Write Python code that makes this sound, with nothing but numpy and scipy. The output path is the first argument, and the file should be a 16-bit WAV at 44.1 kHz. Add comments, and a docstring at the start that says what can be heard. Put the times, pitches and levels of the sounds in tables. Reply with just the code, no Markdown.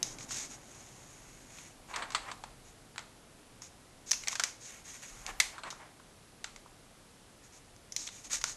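"""A small, quiet room with a wooden table: a hand leafs through a comic book close to a mono microphone.
Fingers slide over glossy paper (stick-slip noise) and flick the corner free; the lifted sheet bends
(a swarm of soft impulses), buckles with sharp snaps (filtered impulses with decaying rattle) and settles
on the other side. Two pages are turned and a third is picked up. Shaped noise gives room tone, rumble and air."""
import sys
import numpy as np
from scipy import signal
from scipy.fft import rfft, irfft, next_fast_len
from scipy.io import wavfile
from scipy.ndimage import uniform_filter1d, map_coordinates

SR = 44100
rng = np.random.default_rng(int(sys.argv[2]) if len(sys.argv) > 2 else 0)


def output_pcm(signal):
    """Save a mono or channel-first signal as 16-bit PCM at the path in sys.argv[1].

    Samples are clipped to [-1, 1] before scaling.
    """
    pcm = np.clip(np.atleast_2d(signal).T, -1, 1) * 32767
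    wavfile.write(sys.argv[1], SR, np.round(pcm).astype(np.int16))


N = 377496


def amp(db):
    """Decibels to gain."""
    return 10 ** (np.asarray(db) / 20)


def unit(x):
    """Scale to rms 1."""
    return x / np.sqrt(np.mean(x ** 2) + 1e-20)


def along(points, f_hz):
    """Interpolate (f/Hz, value) points on a log-frequency axis."""
    point_hz, value = np.transpose(points)
    return np.interp(np.log(f_hz + 1), np.log(point_hz + 1), value)


def wobble(rate_hz):
    """Smooth random curve through rate_hz Gaussian knots a second."""
    knots = rng.standard_normal(int(N * rate_hz / SR) + 4)
    return map_coordinates(knots, [np.arange(N) * rate_hz / SR])


def filtered(x, response):
    """Multiply the spectrum of x by response(f_hz)."""
    size = next_fast_len(N + SR // 2)
    f_hz = np.fft.rfftfreq(size, 1 / SR)
    return irfft(rfft(x, size) * response(f_hz), size)[:N]


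def coloured(x, spectrum):
    """Filter x by a (f/Hz, level/dB) spectrum, then scale to rms 1."""
    return unit(filtered(x, lambda f_hz: amp(along(spectrum, f_hz))))


def causal(gain):
    """Minimum-phase impulse response of a gain curve: it rings only after the blow."""
    cepstrum = irfft(np.log(np.maximum(gain, 1e-6)))
    half = len(cepstrum) // 2
    cepstrum[1:half] *= 2
    cepstrum[half + 1:] = 0
    return irfft(np.exp(rfft(cepstrum)))


def slips(rate_hz, spread_db):
    """Stick-slip: random impulses of either sign and uneven size, rate_hz a second on average, at rms 1."""
    hits = rng.random(N) < rate_hz / SR
    sign = rng.choice([-1, 1], N)
    size = amp(spread_db * rng.standard_normal(N))
    return unit(hits * sign * size)


def arches(movements, peak, steepness):
    """Gain per level column: each movement swells and dies in one arch; overlaps add in power.

    peak: share of the length at which it peaks; steepness: exponent of the flanks."""
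    t = np.arange(N) / SR
    power = np.zeros((len(movements[0]) - 2, N))
    for start_s, length_s, *levels_db in movements:
        during = (t > start_s) & (t < start_s + length_s)
        share = (t[during] - start_s) / length_s
        phase = np.interp(share, [0, peak, 1], [0, np.pi / 2, np.pi])
        arch = np.abs(np.sin(phase)) ** steepness
        power[:, during] += np.outer(amp(levels_db), arch) ** 2
    return np.sqrt(power)


def room(x, build_s=0.0021, early=0.37, early_decay_s=0.0068):
    """Table and near walls answer first, then a diffuse noise tail decays at a rate set by frequency."""
    # reverberation: f/Hz, t60/s
    walls = [(300, 0.85), (1500, 0.32), (5000, 0.36), (11000, 0.35)]
    f_hz, t, noise = signal.stft(rng.standard_normal(SR // 2), SR, nperseg=256)
    decay = amp(-60 * t / along(walls, f_hz)[:, None])
    tail = signal.istft(noise * decay, SR, nperseg=256)[1]
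    age_s = np.arange(len(tail)) / SR
    tail = tail * (1 - np.exp(-(age_s / build_s) ** 2))
    tail = tail * (1 + early * np.exp(-age_s / early_decay_s))
    return signal.fftconvolve(x, tail / np.linalg.norm(tail))[:N]


def room_tone():
    """Steady room tone: stationary shaped noise."""
    # relative spectrum: f/Hz, level/dB
    tone_spectrum = [(35, -43), (60, -7.5), (102, -3), (136, -6), (265, -7.5), (309, -10), (413, -10),
                     (751, -12.5), (821, -15), (1310, -16.5), (1780, -18.5), (11200, -23.5), (12000, -31.5),
                     (15600, -55), (22000, -120)]
    return amp(-59.0) * coloured(rng.standard_normal(N), tone_spectrum)


def rumble():
    """Low background rumble: shaped noise on a slow level curve."""
    # level curve before a fixed trim: t/s, level/dB
    rumble_levels = [(0.0, -51.5), (1.22, -61.5), (7.94, -69), (8.56, -63)]
    # relative spectrum: f/Hz, level/dB
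    rumble_spectrum = [(50, -17), (90, -20), (125, 5), (180, -6), (280, 0.5), (450, -9.5), (750, -6.5),
                       (1500, -14), (4000, -27)]
    trim_db = -0.5
    level_db = np.interp(np.arange(N) / SR, *np.transpose(rumble_levels)) + trim_db
    return amp(level_db) * coloured(rng.standard_normal(N), rumble_spectrum)


def air_puffs(still_air_db=-67):
    """Hand and page push air onto the microphone: low noise in slow puffs over a steady floor."""
    # puffs: start t/s, length/s, peak level/dB
    puff_rows = [(0.0, 0.5, -62.5), (0.9, .6, -64.5), (1.7, 1.07, -59.5), (4.1, .15, -57),
                 (5.05, 0.48, -55), (8.1, 0.72, -61)]
    # relative spectrum: f/Hz, level/dB
    air_spectrum = [(10, -29), (24, -1.5), (34, -4), (46, -3), (70, -37), (200, -36)]
    puff_gain, = arches(puff_rows, peak=0.42, steepness=0.39)
    gain = np.hypot(amp(still_air_db), puff_gain)
    return gain * coloured(rng.standard_normal(N), air_spectrum)


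def bending():
    """Swarm of soft little buckles through the sheet as it swings over, lands and is smoothed down."""
    # flexes: start t/s, length/s, peak level before wobble/dB
    flex_rows = [(1.885, 0.046, -49), (1.93, .135, -43), (2.05, 0.3, -51.5), (2.245, .05, -47),
                 (2.275, 0.037, -43), (2.45, 0.094, -63), (2.98, 0.051, -57.5), (5.08, 0.64, -60),
                 (5.25, .03, -51), (5.272, 0.047, -43.5), (5.525, .06, -52), (5.645, 0.052, -45),
                 (5.69, .24, -59), (5.795, 0.048, -54), (6.46, 0.028, -57)]
    # relative spectrum: f/Hz, level/dB
    bend_spectrum = [(150, -21), (340, -8), (520, -7.5), (750, 0), (1050, 2), (1500, -2), (2200, -4),
                     (3200, -13), (5000, -21), (8000, -20), (12000, -45)]
    gain, = arches(flex_rows, peak=0.4, steepness=0.43)
    unevenness = amp(1.3 * wobble(60))
    return gain * unevenness * coloured(slips(rate_hz=5000, spread_db=4), bend_spectrum)


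def sliding(edge_hz=6700, edge_width_hz=750, light_db=-59, blend_db=3.5, most_narrow=0.45):
    """Fingers and sheets rub: paper fibres catch and slip, the edge hisses and the sheet sounds along."""
    # strokes: start t/s, length/s, peak hiss level/dB, peak sheet body level/dB
    stroke_rows = [(0.03, 0.13, -50.5, -60), (0.19, 0.067, -49, -59.5), (0.282, 0.2, -41, -49.5),
                   (0.49, 0.086, -52.5, -59.5), (0.56, 0.69, -61, -65), (1.0, 0.77, -64.5, -64.5),
                   (1.5, 0.24, -58.5, -59), (1.87, .1, -62, -62), (2.64, 0.086, -64, -70),
                   (3.61, 0.075, -54.5, -63), (4.06, 0.1, -48.5, -60), (4.2, 0.094, -56, -57.5),
                   (4.305, 0.042, -42.5, -48), (4.45, .08, -56, -62), (4.6, 0.13, -51.5, -62),
                   (4.65, 0.18, -58.5, -55), (4.84, 0.16, -52, -54.5), (4.96, 0.33, -57.5, -61.5),
                   (5.02, .045, -53, -51), (5.26, .06, -56, -51), (7.43, 0.053, -62, -65),
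                   (7.52, 0.074, -60.5, -67), (7.965, .13, -45.5, -60.5), (8.11, 0.13, -55, -61),
                   (8.235, 0.049, -48.5, -57), (8.296, .1, -41, -48), (8.32, 0.048, -35.5, -45.5),
                   (8.45, 0.095, -44.5, -56)]
    # relative spectrum of the hiss: f/Hz, level/dB
    hiss_spectrum = [(1500, -23), (2900, -18.5), (3700, -4.5), (4800, -4), (5700, 2.5), (6650, 6.5),
                     (7400, -2), (8400, -3.5), (9500, -22), (12000, -24)]
    # relative spectrum of the sheet body: f/Hz, level/dB
    body_spectrum = [(250, -18), (600, -5), (1100, -1.5), (1600, 2), (2200, 6), (3000, 0), (4100, -10),
                     (5200, -25), (7000, -9)]
    hiss_gain, body_gain = arches(stroke_rows, peak=0.33, steepness=0.7)
    unevenness_db = 1.03 * wobble(70) + 0.62 * wobble(250)
    friction = slips(rate_hz=6500, spread_db=3.5) * amp(unevenness_db)

    def edge_resonance(f_hz):
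        """Two-pole band-pass of the paper edge."""
        damping = 1j * f_hz * edge_width_hz
        return damping / (edge_hz ** 2 - f_hz ** 2 + damping)

    # light touch: large share in the narrow edge resonance; firm scrape: broad
    hiss_db = 20 * np.log10(hiss_gain + 1e-9)
    narrow = most_narrow / (1 + np.exp((hiss_db - light_db) / blend_db))
    edge = unit(filtered(friction, edge_resonance))
    broad = coloured(friction, hiss_spectrum)
    hiss = np.sqrt(narrow) * edge + np.sqrt(1 - narrow) * broad
    return hiss_gain * hiss + body_gain * coloured(friction, body_spectrum)


def buckle(t60_s, rattle=0.22, size=4096, smooth_bins=120):
    """Spectrum of a sharp release, then bending waves that rattle through the sheet and die."""
    t = np.arange(size) / SR
    # quick flick: nearly one impulse; slow buckle: a whole cascade
    rattle_gain = rattle * (t60_s / 0.015) ** 0.28
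    push = rattle_gain * rng.standard_normal(size) * amp(-60 * t / t60_s)
    push[0] = 1
    waves = rfft(push)
    # even out the energy over broad bands; narrow peaks stay random per snap
    flatten = uniform_filter1d(np.abs(waves) ** 2, smooth_bins) ** -.5
    return waves * rfft(causal(flatten))


def snap(flap_db, crease_db, crack_db, ring_hz, ring_db=9, ring_width_hz=170, bass_db=-15, top_db=-19,
         hardening=0.98, size=4096):
    """Paper response to one snap: the sheet flaps, the crease crackles, the edge cracks, a patch rings."""
    f_hz = np.fft.rfftfreq(size, 1 / SR)
    # the hardest buckles let go fastest and reach highest
    top_db = top_db + hardening * max(0, min(crease_db, crack_db))
    colour = [(60, flap_db + bass_db - 13), (340, flap_db + bass_db), (660, flap_db - 5.5),
              (1000, flap_db), (1400, flap_db),
              (2000, crease_db - 0.5), (2900, crease_db - 2), (4400, crease_db),
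              (5300, crack_db), (6500, crack_db + 2.5), (8200, crease_db * 0 + crease_db - 4),
              (9600, crack_db + top_db + 3.5), (12000, crack_db + top_db)]
    # pitch set by the size of the patch that pops through
    ring = ring_db / (1 + ((f_hz - ring_hz) / ring_width_hz) ** 2)
    return causal(amp(along(colour, f_hz) + ring))


def snaps():
    """The corner flicks off the fingertip, the bent sheet pops through, and fingertips tap the page softly:
    direct sound plus room echo."""
    # flicks, buckles and soft finger taps: t/s, sheet flap level/dB, crease level/dB, edge crack level/dB,
    # t60/s, ring f/Hz
    snap_rows = [(0.029, -15, -3, 6.5, .011, 3900), (0.186, -23, -17.5, -16, .02, 2400),
                 (0.208, -18, -18, -18, 0.032, 2360), (0.309, -12.5, -14, -16, .015, 1400),
                 (1.586, -22, -19.5, -31, .027, 2360), (1.939, -3, -7.5, -39, 0.1, 2250),
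                 (1.961, -4, -4.5, -7, 0.031, 1980), (2.022, 0, -5, -28, 0.087, 1710),
                 (2.1047, -17, -14, -16.5, .022, 1040), (2.12, -17, -12, -16, 0.081, 1200),
                 (2.1482, 4, 6, -5.5, 0.068, 1270), (2.315, -6, -9, -16, 0.037, 1100),
                 (2.4382, -7, -13.5, -21, 0.029, 890), (2.9602, -14, -20, -31, 0.015, 1560),
                 (2.9807, -4, -5.5, -15, .014, 2050), (2.992, -13, -16, -18, .013, 1390),
                 (3.62, -22, -25, -11.5, 0.029, 1260), (4.111, -18, -10.5, 3, 0.006, 4100),
                 (4.1154, -12, -1, 10, 0.015, 4330), (4.1169, -6.5, -10, 8, 0.012, 1790),
                 (4.132, -10, -3.5, -8, .036, 2670), (4.237, -22, -13.5, -19, .017, 2340),
                 (4.273, -5, -2, -10, 0.056, 2160), (4.283, -6.5, -2, 4, 0.017, 2150),
                 (4.3296, -9, -11, -17, 0.011, 1040), (4.3544, -7, -4.5, -4, 0.037, 1510),
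                 (4.397, 2.5, 1.5, 2.5, 0.029, 1550), (4.437, 1, 2.5, 6.5, 0.023, 2220),
                 (5.2651, -16.5, -8, -7, 0.0075, 880), (5.401, 4, 11, 8.5, 0.029, 2090),
                 (5.581, -6, -16, -27, 0.091, 1600), (5.635, -5.5, -9, -28, 0.047, 1114),
                 (5.704, -14, -11, -8, 0.07, 3730), (5.7268, -8.5, -35, -21, .02, 910),
                 (5.9988, -14, -33, -37, .019, 1570), (6.4431, -8.5, -4.5, -8.5, 0.017, 1400),
                 (6.562, -19, -18.5, -19.5, .015, 2100), (6.661, -17.5, -42, -44, 0.013, 1010),
                 (7.764, -33, -35, -25, .012, 3000), (7.922, -32, -20.5, -5.5, 0.025, 1580),
                 (7.964, -17, -5.5, 4, 0.018, 4070), (8.069, -23, -22, -7, .028, 2690),
                 (8.075, -27, -9, -12, 0.019, 3640), (8.089, -19, -13, -29, .02, 1010),
                 (8.414, -15, -13, -8, .035, 2150), (8.4408, 0.5, 0.5, 5, 0.01, 1530)]
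    out = np.zeros(N + SR)
    for start_s, flap_db, crease_db, crack_db, t60_s, ring_hz in snap_rows:
        paper = snap(flap_db, crease_db, crack_db, ring_hz)
        direct = irfft(rfft(paper) * buckle(t60_s))
        # the room collects sound from all sides of the sheet: no rattle peaks, weaker ring
        echo = amp(-7.5) * room(snap(flap_db, crease_db, crack_db, ring_hz, ring_db=7.5))
        start = round(start_s * SR)
        out[start:][:len(direct)] += direct
        out[start:][:len(echo)] += echo
    return out[:N]


def scene():
    """Background, rustle with its room echo, and snaps; the same in both channels."""
    background = room_tone() + rumble() + air_puffs()
    rustle = bending() + sliding()
    mono = background + rustle + amp(-10) * room(rustle) + snaps()
    return np.array([mono, mono])


def record(dry, top_hz=12050):
    """The recorder keeps nothing above its band limit."""
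    return np.array([filtered(channel, lambda f_hz: f_hz < top_hz) for channel in dry])


dry = scene()
out = record(dry)
output_pcm(out)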